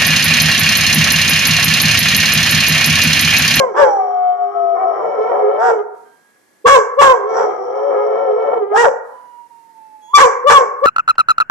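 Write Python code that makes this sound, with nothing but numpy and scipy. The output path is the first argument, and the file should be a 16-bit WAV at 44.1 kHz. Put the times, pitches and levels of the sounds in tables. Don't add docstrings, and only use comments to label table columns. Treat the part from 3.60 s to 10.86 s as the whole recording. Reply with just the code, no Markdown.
import sys
import numpy as np
from scipy import signal
from scipy.fft import rfft, irfft, next_fast_len
from scipy.io import wavfile
from scipy.ndimage import uniform_filter1d, minimum_filter1d, map_coordinates

SR = 44100
rng = np.random.default_rng(int(sys.argv[2]) if len(sys.argv) > 2 else 0)


def to_wav(s):
    ch = np.atleast_2d(s).T
    pcm = np.round(np.clip(ch, -1, 1) * 32767)
    wavfile.write(sys.argv[1], SR, pcm.astype(np.int16))


N = 320164
TIME = np.arange(N) / SR
CONTROL_TIME = np.arange(0, N / SR, .001)

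# time_s, high_pitch_hz, high_level_db, low_level_db, effort_db
HOWL_CONTOURS = [
    [(.12, 901, -27.5, -42.5, -39.5), (.265, 850.2, -20, -30.5, -37), (.33, 794.6, -11.5, -35, -38),
     (.47, 728, -18.5, -28.5, -43), (.7, 723.6, -11.5, -45.5, -37.5), (.89, 708.6, -21, -30.5, -44),
     (.935, 700, -28.5, -35.5, -43), (.97, 691.7, -15.5, -29.5, -39.5), (1.14, 682.3, -15, -28.5, -43),
     (1.175, 662, -31, -30, -39), (1.22, 632, -31, -32, -38), (1.282, 682, -14, -29, -39),
     (1.36, 672, -26.5, -32, -36), (1.52, 593.8, -25, -28, -34), (1.62, 503.1, -31, -17.5, -34),
     (1.77, 548.6, -24, -36, -31.5), (1.84, 505.7, -19.5, -15.5, -33.5), (1.98, 591.8, -23, -29, -33),
     (2.12, 504.3, -22.5, -16.5, -34.5), (2.2, 423.6, -30, -21.5, -40)],
    [(3.56, 520, -34.5, -23.5, -39), (3.7, 512, -38, -23, -40.5), (3.85, 494.5, -28.5, -23.5, -35),
     (4.02, 489, -28, -31, -42.5), (4.27, 569, -19, -27.5, -34), (4.37, 511.5, -19.5, -22.5, -33),
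     (4.45, 555.6, -22.5, -20.5, -35), (4.53, 537, -18, -23, -33.5), (4.62, 565.6, -19, -21, -32),
     (4.76, 478.2, -19, -19, -36), (4.86, 571.8, -21.5, -21, -31.5), (4.96, 487.8, -20, -23.5, -31),
     (5.03, 412.8, -24, -19.5, -39), (5.1, 400, -41, -30.5, -47), (5.117, 459.4, -29, -16, -43),
     (5.14, 527.6, -19, -31.5, -42), (5.166, 423, -20, -29.5, -41), (5.18, 489.3, -20, -24.5, -39.5),
     (5.24, 494.1, -19.5, -26.5, -38.5), (5.285, 505.3, -11.5, -29, -35.5)],
]


def amp(db):
    return 10 ** (np.asarray(db) / 20)


def unit(x):
    return x / np.sqrt(np.mean(x ** 2) + 1e-20)


def along(points, hz):
    freqs, values = np.transpose(points)
    return np.interp(np.log(hz + 1), np.log(freqs), values)


def curves(rows, t=TIME):
    times, *columns = np.transpose(rows)
    return [np.interp(t, times, column) for column in columns]


def drift(t, rate):
    return map_coordinates(rng.standard_normal(int(N * rate / SR) + 4), [t * rate])


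def wobble(rate):
    return np.interp(TIME, CONTROL_TIME, drift(CONTROL_TIME, rate))


def filtered(x, response):
    size = next_fast_len(N + SR // 4)
    return irfft(rfft(x, size) * response(np.fft.rfftfreq(size, 1 / SR)), size)[..., :N]


def levelled(x, from_hz, to_hz):
    part = filtered(x, lambda hz: (hz > from_hz) & (hz < to_hz))
    return x / np.sqrt(np.abs(uniform_filter1d(part ** 2, 2600)) + 1e-14)


def envelope(t, start, end, attack_s, release_s):
    gain = np.clip((t - start) / attack_s, 0, 1) ** 2 * np.exp(-np.maximum(t - end, 0) / release_s)
    return 20 * np.log10(gain + 1e-6)


def scoop(age, depth, scoop_s):
    return 1 - depth * np.exp(-np.maximum(age, 0) / scoop_s)


def yip(t, start, attack, length, release, lead, break_after, top_hz, low_db, high_db, effort_db):
    break_attack_s, burst_s, low_linger_s, effort_attack_s = .014, .032, .03008, .026
    sag, wander, fade_db_per_s = .12, .017, 25.5
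    end, age = start + length, t - start
    fade_db = -fade_db_per_s * np.maximum(age, 0)
    since_break = age - break_after
    broken = np.clip(1 + since_break / break_attack_s, 0, 1)
    burst = broken * np.exp(-(np.maximum(since_break, 0) / burst_s) ** 2)
    bend = np.maximum(1 - sag * (np.maximum(age, 0) / length) ** 2, .7)
    pitch_hz = top_hz * bend * (1 + wander * broken * drift(t, 55))
    low_hz = pitch_hz / 2 * scoop(age + lead, depth=.36, scoop_s=.018) * (1 - .12 * burst)
    high_hz = pitch_hz * scoop(age, depth=.17, scoop_s=.009) * (1 - .02167 * burst)
    rough = .23 * broken + .5 * burst
    return [low_hz, high_hz, rough,
            low_db + fade_db - 6 * burst + envelope(t, start - lead, end + low_linger_s, attack, release),
            high_db + fade_db + envelope(t, start, end, attack, release),
            effort_db + fade_db + 5.5 * burst + envelope(t, start, end, effort_attack_s, release)]


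def howl(t, contour):
    # time_s, roughness (0-1)
    hoarseness = [(.14, .3), (.18, .55), (.23, .38), (.36, .33), (.48, .08), (.85, .08), (1, .15),
                  (1.14, .16), (1.18, .52), (1.24, .48), (1.28, .3), (1.4, .52), (1.62, .35), (1.75, .45),
                  (1.92, .36), (2.02, .15), (2.07, .17), (2.11, .45), (2.18, .25), (3.65, .25), (3.78, .5),
                  (4.12, .45), (4.24, .26), (4.34, .42), (4.6, .3), (4.92, .33), (5.05, .12), (5.15, .17),
                  (5.175, .3), (5.19, .12), (5.23, .12), (5.255, .5), (5.3, .15)]
    rough, = curves(hoarseness, t)
    high_hz, high_db, low_db, effort_db = curves(contour, t)
    high_lift, low_lift, high_boost, low_boost, effort_boost = surges(t)
    floor_hz = 397.9 + .33 * np.maximum(high_hz - 685, 0)
    low_hz = np.maximum(432.5 + 4.5 * (effort_db + 33.5), floor_hz)
    on_db = envelope(t, contour[0][0], contour[-1][0], attack_s=.03, release_s=.02)
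    stray = lambda share: 1 + share * rough ** 2 * drift(t, 24)
    heave = lambda depth_db: depth_db * rough * np.tanh(drift(t, 22))
    return [low_hz * stray(.2) + low_lift, high_hz * stray(.13) + high_lift, rough,
            low_db + low_boost + on_db + heave(6.5),
            high_db + high_boost + on_db + heave(6.5),
            effort_db + effort_boost + on_db + heave(3)]


def surges(t, fall_s=.085, effort_lead_s=.012):
    # peak_s, rise_s, high_fall_s, high_lift_hz, low_lift_hz,
    # high_boost_db, low_boost_db, effort_boost_db
    yelps = [(.208, .05, .06, 74.7, 105, 4.5, 27.5, 15), (2.07, .07, .042, 209.5, 40.49, 7, -2.5, 10.5),
             (3.78, .08, 0.06725, 19.81, 45.17, 8.5, 1.5, 9.5),
             (5.213, 0.084, .05, 462, 62.33, 6.5, 12.5, 21.5)]
    total = 0
    for peak_s, rise_s, high_fall_s, high_hz, low_hz, high_db, low_db, effort_db in yelps:
        def bump(top, fall, flatness):
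            return np.exp(-np.abs((t - top) / np.where(t < top, rise_s, fall)) ** flatness)
        leap = bump(peak_s, high_fall_s, flatness=3)
        swell = bump(peak_s, fall_s, flatness=2.056)
        push = bump(peak_s - effort_lead_s, fall_s, flatness=2.77)
        total += np.array([high_hz * leap, low_hz * swell, high_db * leap, low_db * swell, effort_db * push])
    return total


def larynx():
    # start_s, attack_s, length_s, release_s, low_voice_lead_s, break_after_s,
    # top_pitch_hz, low_level_db, high_level_db, effort_db
    yips_and_ring = [(-.11, .015, 0.14, 0.018, -0.024, 0.015, 1190, -10, -15.5, -24),
                     (.01, 0.023, 0.071, 0.02412, -0.023, 0.02, 1099, -21, -25.5, -29.5),
                     (3.049, 0.012, 0.11, 0.016, 0.0071, 0.024, 1165, -6, -3.5, -13.5),
                     (3.374, .022, 0.14, .035, 0.017, 0.046, 1158, -10.5, -8.5, -18.5),
                     (6.529, 0.015, 0.11, 0.021, -0.044, .054, 1191, -6.5, -2.5, -13.5),
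                     (6.856, .016, 0.14, 0.03, 0.021, 0.047, 1192, -11, -11, -17),
                     (7.223, 0.015, 0.093, .025, 0.011, 0.039, 1183, -12, -10.5, -22.5)]
    t = CONTROL_TIME
    calls = np.array([yip(t, *row) for row in yips_and_ring] + [howl(t, rows) for rows in HOWL_CONTOURS])
    power = np.sum(amp(calls[:, 3:]) ** 2, axis=1, keepdims=True)
    controls = np.sum(calls * power, axis=0) / power.sum(axis=0)
    return curves(np.column_stack([t, *controls]))


def voice_phases(low_hz, high_hz, jitter, lock_range=.14):
    lock = np.exp(-((high_hz / low_hz - 2) / lock_range) ** 4)
    high = high_hz * (1 + jitter * wobble(170))
    low = low_hz * (1 + jitter * wobble(150) + .008 * wobble(25))
    return 2 * np.pi * np.cumsum([low + lock * (high / 2 - low), high], axis=1) / SR


def pulses(phase, sharp):
    return (1 - sharp ** 2) / (1 - 2 * sharp * np.cos(phase) + sharp ** 2)


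def airflow(low_phase, high_phase, low_share, opening):
    low_sharp = .72 * low_share ** (.4 + .25 * opening)
    high_sharp = np.clip((.17 + .4 * opening) * (1 - low_share) ** .2, 0, .85)
    flow = pulses(low_phase, low_sharp) * pulses(high_phase, high_sharp)
    partials = flow - 1 - 2 * low_sharp * np.cos(low_phase) - 2 * high_sharp * np.cos(high_phase)
    spread = lambda hz: np.exp(-2j * np.pi * np.sqrt(hz / 60))
    return flow, filtered(partials, lambda hz: (hz / 1300) ** 2.26 * spread(hz))


def throat(x, parting, opening):
    # centre_hz, half_width_hz, gain_db
    pursed_formants = [(183.2, 72, -32), (365, 16, -1), (470, 81, 5), (550, 120, -2.5), (679.6, 30, 4),
                       (746.2, 24, 12.5), (922, 240, -4), (1120, 200, -12.5), (1317.7, 90, -7),
                       (1801, 390, -23.5), (2235, 97, -20.5)]
    # frequency_hz, gain_db
    parted_curve = [(290, -28), (400, 2), (500, 4), (620, -7), (860, 4), (1200, -7.5), (1400, -4.5),
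                    (1620, -10), (1820, -24), (2350, -36), (2750, -44), (3400, -35.5), (4200, -68),
                    (5000, -36.5), (5750, -33), (6500, -59.5), (7400, -39), (9000, -76.5)]
    # frequency_hz, gain_db
    gaping_curve = [(150, -60), (250, -27.5), (397, -28), (479, 2), (569, -10), (664, -10), (1110, 2.5),
                    (1340, -6.5), (1560, -3), (1880, -7), (2150, -19.5), (2530, -22), (2800, -24),
                    (3050, -26.5), (3320, -29), (4200, -37), (7430, -30), (11000, -47.5), (15000, -57.5)]
    pursed = lambda hz: sum(amp(db) / (1 + ((hz - centre) / width) ** 2) ** 2
                            for centre, width, db in pursed_formants)
    parted = lambda hz: amp(along(parted_curve, hz))
    gaping = lambda hz: amp(along(gaping_curve, hz)) / (1 + (340 / (hz + 1)) ** 6)
    shut, half, wide = (levelled(filtered(x, shape), 1270, 2500) for shape in (pursed, parted, gaping))
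    return np.sqrt(1 - opening) * ((1 - parting) * shut + parting * half) + np.sqrt(opening) * wide


def turbulence(centre_hz, width_hz):
    a, b = filtered(rng.standard_normal((2, N)), lambda hz: 1 / (1 + (hz / width_hz) ** 4))
    phase = 2 * np.pi * np.cumsum(centre_hz) / SR
    return unit(a * np.cos(phase) + b * np.sin(phase))


def bright_edge(flow, effort_db, pursed, sharp_by=.062, sink_s=.65):
    # time_s, level_db
    edge_ride = [(.1, -65), (.2, -48.5), (.3, -43.5), (.42, -60), (.6, -69), (1.1, -68.5), (1.5, -57),
                 (2.12, -72), (2.3, -110), (3.5, -100), (3.7, -52), (3.78, -39), (3.9, -54.5), (4.2, -59),
                 (4.95, -68), (5.3, -110)]
    # centre_hz, half_width_hz, gain_db
    edge_formants = [(5420, 130, -2.5), (7040, 300, -18)]
    starts = [contour[0][0] for contour in HOWL_CONTOURS]
    glide = 1 + sharp_by * sum((TIME > start) * np.exp(-np.abs(TIME - start) / sink_s) for start in starts)
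    level_db, = curves(edge_ride)
    top = sum(amp(level_db + db + 1.8 * wobble(8.9)) * turbulence(hz * glide, width)
              for hz, width, db in edge_formants)
    ring = pursed * amp(effort_db - 25) * turbulence(3060 * glide, width_hz=100)
    return np.sqrt(flow) * (top + ring)


def yips_and_howls(push_db=3.3):
    low_hz, high_hz, rough, low_db, high_db, effort_db = larynx()
    effort = 1 / (1 + np.exp(-(effort_db + 31) / 2))
    parting = 1 / (1 + np.exp(-(effort_db + 28.5) / 1.2))
    opening = 1 / (1 + np.exp(-(effort_db + 20) / 2))
    low_phase, high_phase = voice_phases(low_hz, high_hz, jitter=(.022 + .03 * opening) * rough)
    shimmer_db = 3 * rough
    clean = amp(low_db + .3 + shimmer_db * wobble(70)) * np.cos(low_phase)
    clean += amp(high_db + .5 + shimmer_db * wobble(68)) * np.cos(high_phase)
    low_share = amp(low_db) / (amp(low_db) + amp(high_db))
    flow, partials = airflow(low_phase, high_phase, low_share, opening)
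    tones = throat(partials, parting, opening)
    rasp = throat(np.sqrt(flow) * rng.standard_normal(N), parting, opening)
    hiss = filtered(rasp, lambda hz: 1 / (1 + (2900 / (hz + 1)) ** 8))
    hiss *= amp(-12 + 5.7 * effort + 11 * opening)
    buzz = np.clip(rough / .3 + parting, .5, 1) * np.sqrt(1 - rough ** 2)
    grit = amp(-1.5) * buzz * tones + amp(2.5) * rough * rasp + hiss
    call = amp(push_db * effort) * clean + amp(effort_db + push_db / 2 * opening) * grit
    call += bright_edge(flow, effort_db, pursed=1 - parting)
    return filtered(call, lambda hz: 1 / (1 + (155 / (hz + 1)) ** 6))


def thin_tone(contour, trim_db, second_db, third_db, waver=.00093, fade_s=.017):
    pitch_hz, level_db = curves(contour)
    phase = 2 * np.pi * np.cumsum(pitch_hz * (1 + waver * wobble(40))) / SR
    tone = np.sin(phase) + amp(second_db) * np.sin(2 * phase) + amp(third_db) * np.sin(3 * phase)
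    sounding = (TIME >= contour[0][0]) & (TIME <= contour[-1][0])
    gate = uniform_filter1d(sounding * 1., int(fade_s * SR))
    return gate * amp(level_db + trim_db) * unit(tone)


def overtone():
    # time_s, pitch_hz, level_db
    contour = [(.5, 1255, -42), (.9, 1250, -43), (.95, 1285, -33), (1.18, 1250, -35), (1.33, 1285, -32.5),
               (1.42, 1280, -49), (1.63, 1315, -34.5), (1.7, 1320, -45)]
    return thin_tone(contour, trim_db=0, second_db=-45, third_db=-50, waver=.018)


def whistle():
    # time_s, pitch_hz, level_db
    contour = [(2.45, 1577, -64.5), (2.8, 1673, -72), (3.04, 1694, -75.5)]
    return thin_tone(contour, trim_db=7.5, second_db=-19, third_db=-43)


def whine():
    # time_s, pitch_hz, level_db
    contour = [(5.52, 1004, -42), (5.752, 960.6, -40), (6.11, 907, -47), (6.216, 882.5, -42),
               (6.47, 854, -43.5), (6.53, 1045, -37)]
    # centre_s, half_length_s, depth_db
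    level_dips = [(5.891, 0.012, 26), (6.127, 0.015, 8.5)]
    dip_db = sum(depth * np.exp(-((TIME - centre) / width) ** 2) for centre, width, depth in level_dips)
    return amp(-dip_db) * thin_tone(contour, trim_db=-.5, second_db=-34, third_db=-33)


def squeak():
    # time_s, pitch_hz, level_db
    contour = [(6.42, 3320, -55), (6.53, 3370, -50)]
    return thin_tone(contour, trim_db=-4.5, second_db=-3, third_db=-30)


def room_tone(dog, duck_db=11, threshold_db=-32, window=6000):
    # frequency_hz, level_db
    spectrum = [(35, -45), (60, -19.5), (295, 0.5), (1390, -9.5), (1710, -8), (1920, -6), (2780, -17.5),
                (12500, -15.5), (14000, -25), (15000, -69.5)]
    bed = unit(filtered(rng.standard_normal(N), lambda hz: amp(along(spectrum, hz))))
    power = np.abs(uniform_filter1d(dog ** 2, window, origin=(window - 1) // 2))
    return amp(-duck_db * power / (power + amp(threshold_db) ** 2)) * bed


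def room_reverb(x):
    # frequency_hz, t60_s
    decay_times = [(150, 0.4), (500, 0.61), (1200, 0.85), (3000, 0.43), (7000, 0.31), (13000, 0.082)]
    # frequency_hz, gain_db
    colour = [(150, 15), (500, -2), (1200, -5.5), (2300, -5), (3800, -18.5), (6000, 7), (8000, 5),
              (9500, -14.5), (12000, -21)]
    hz, t, noise = signal.stft(rng.standard_normal(SR), SR, nperseg=256)
    fade_db = along(colour, hz)[:, None] - 60 * t / along(decay_times, hz)[:, None]
    plain_tail = signal.istft(noise * amp(-60 * t / along(decay_times, 450)), SR, nperseg=256)[1]
    tail = signal.istft(noise * amp(fade_db), SR, nperseg=256)[1] / np.linalg.norm(plain_tail)
    return signal.fftconvolve(x, np.pad(tail, (SR // 150, 0)))[:N]


def limiter(x, ceiling_db, window=400):
    needed = np.minimum(1, amp(ceiling_db) / (np.abs(x).max(axis=0) + 1e-9))
    return x * uniform_filter1d(minimum_filter1d(needed, window), window)


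def scene():
    dog = yips_and_howls() + overtone() + whine() + whistle() + squeak()
    return (dog + amp(-59.5) * room_tone(dog) + amp(-7.5) * room_reverb(dog))[None]


def record(dry, delay_samples=71):
    mid = dry[0]
    side = amp(-1.75) * np.pad(mid, (delay_samples, 0))[:N]
    wide = limiter(np.array([mid + side, mid - side]), ceiling_db=5.7)
    passband = lambda hz: (hz < 19000) / (1 + (42 / (hz + 1)) ** 4) / (1 + (hz / 14500) ** 8)
    return filtered(np.clip(wide, -1, 1), passband)


dry = scene()
out = record(dry)
to_wav(out)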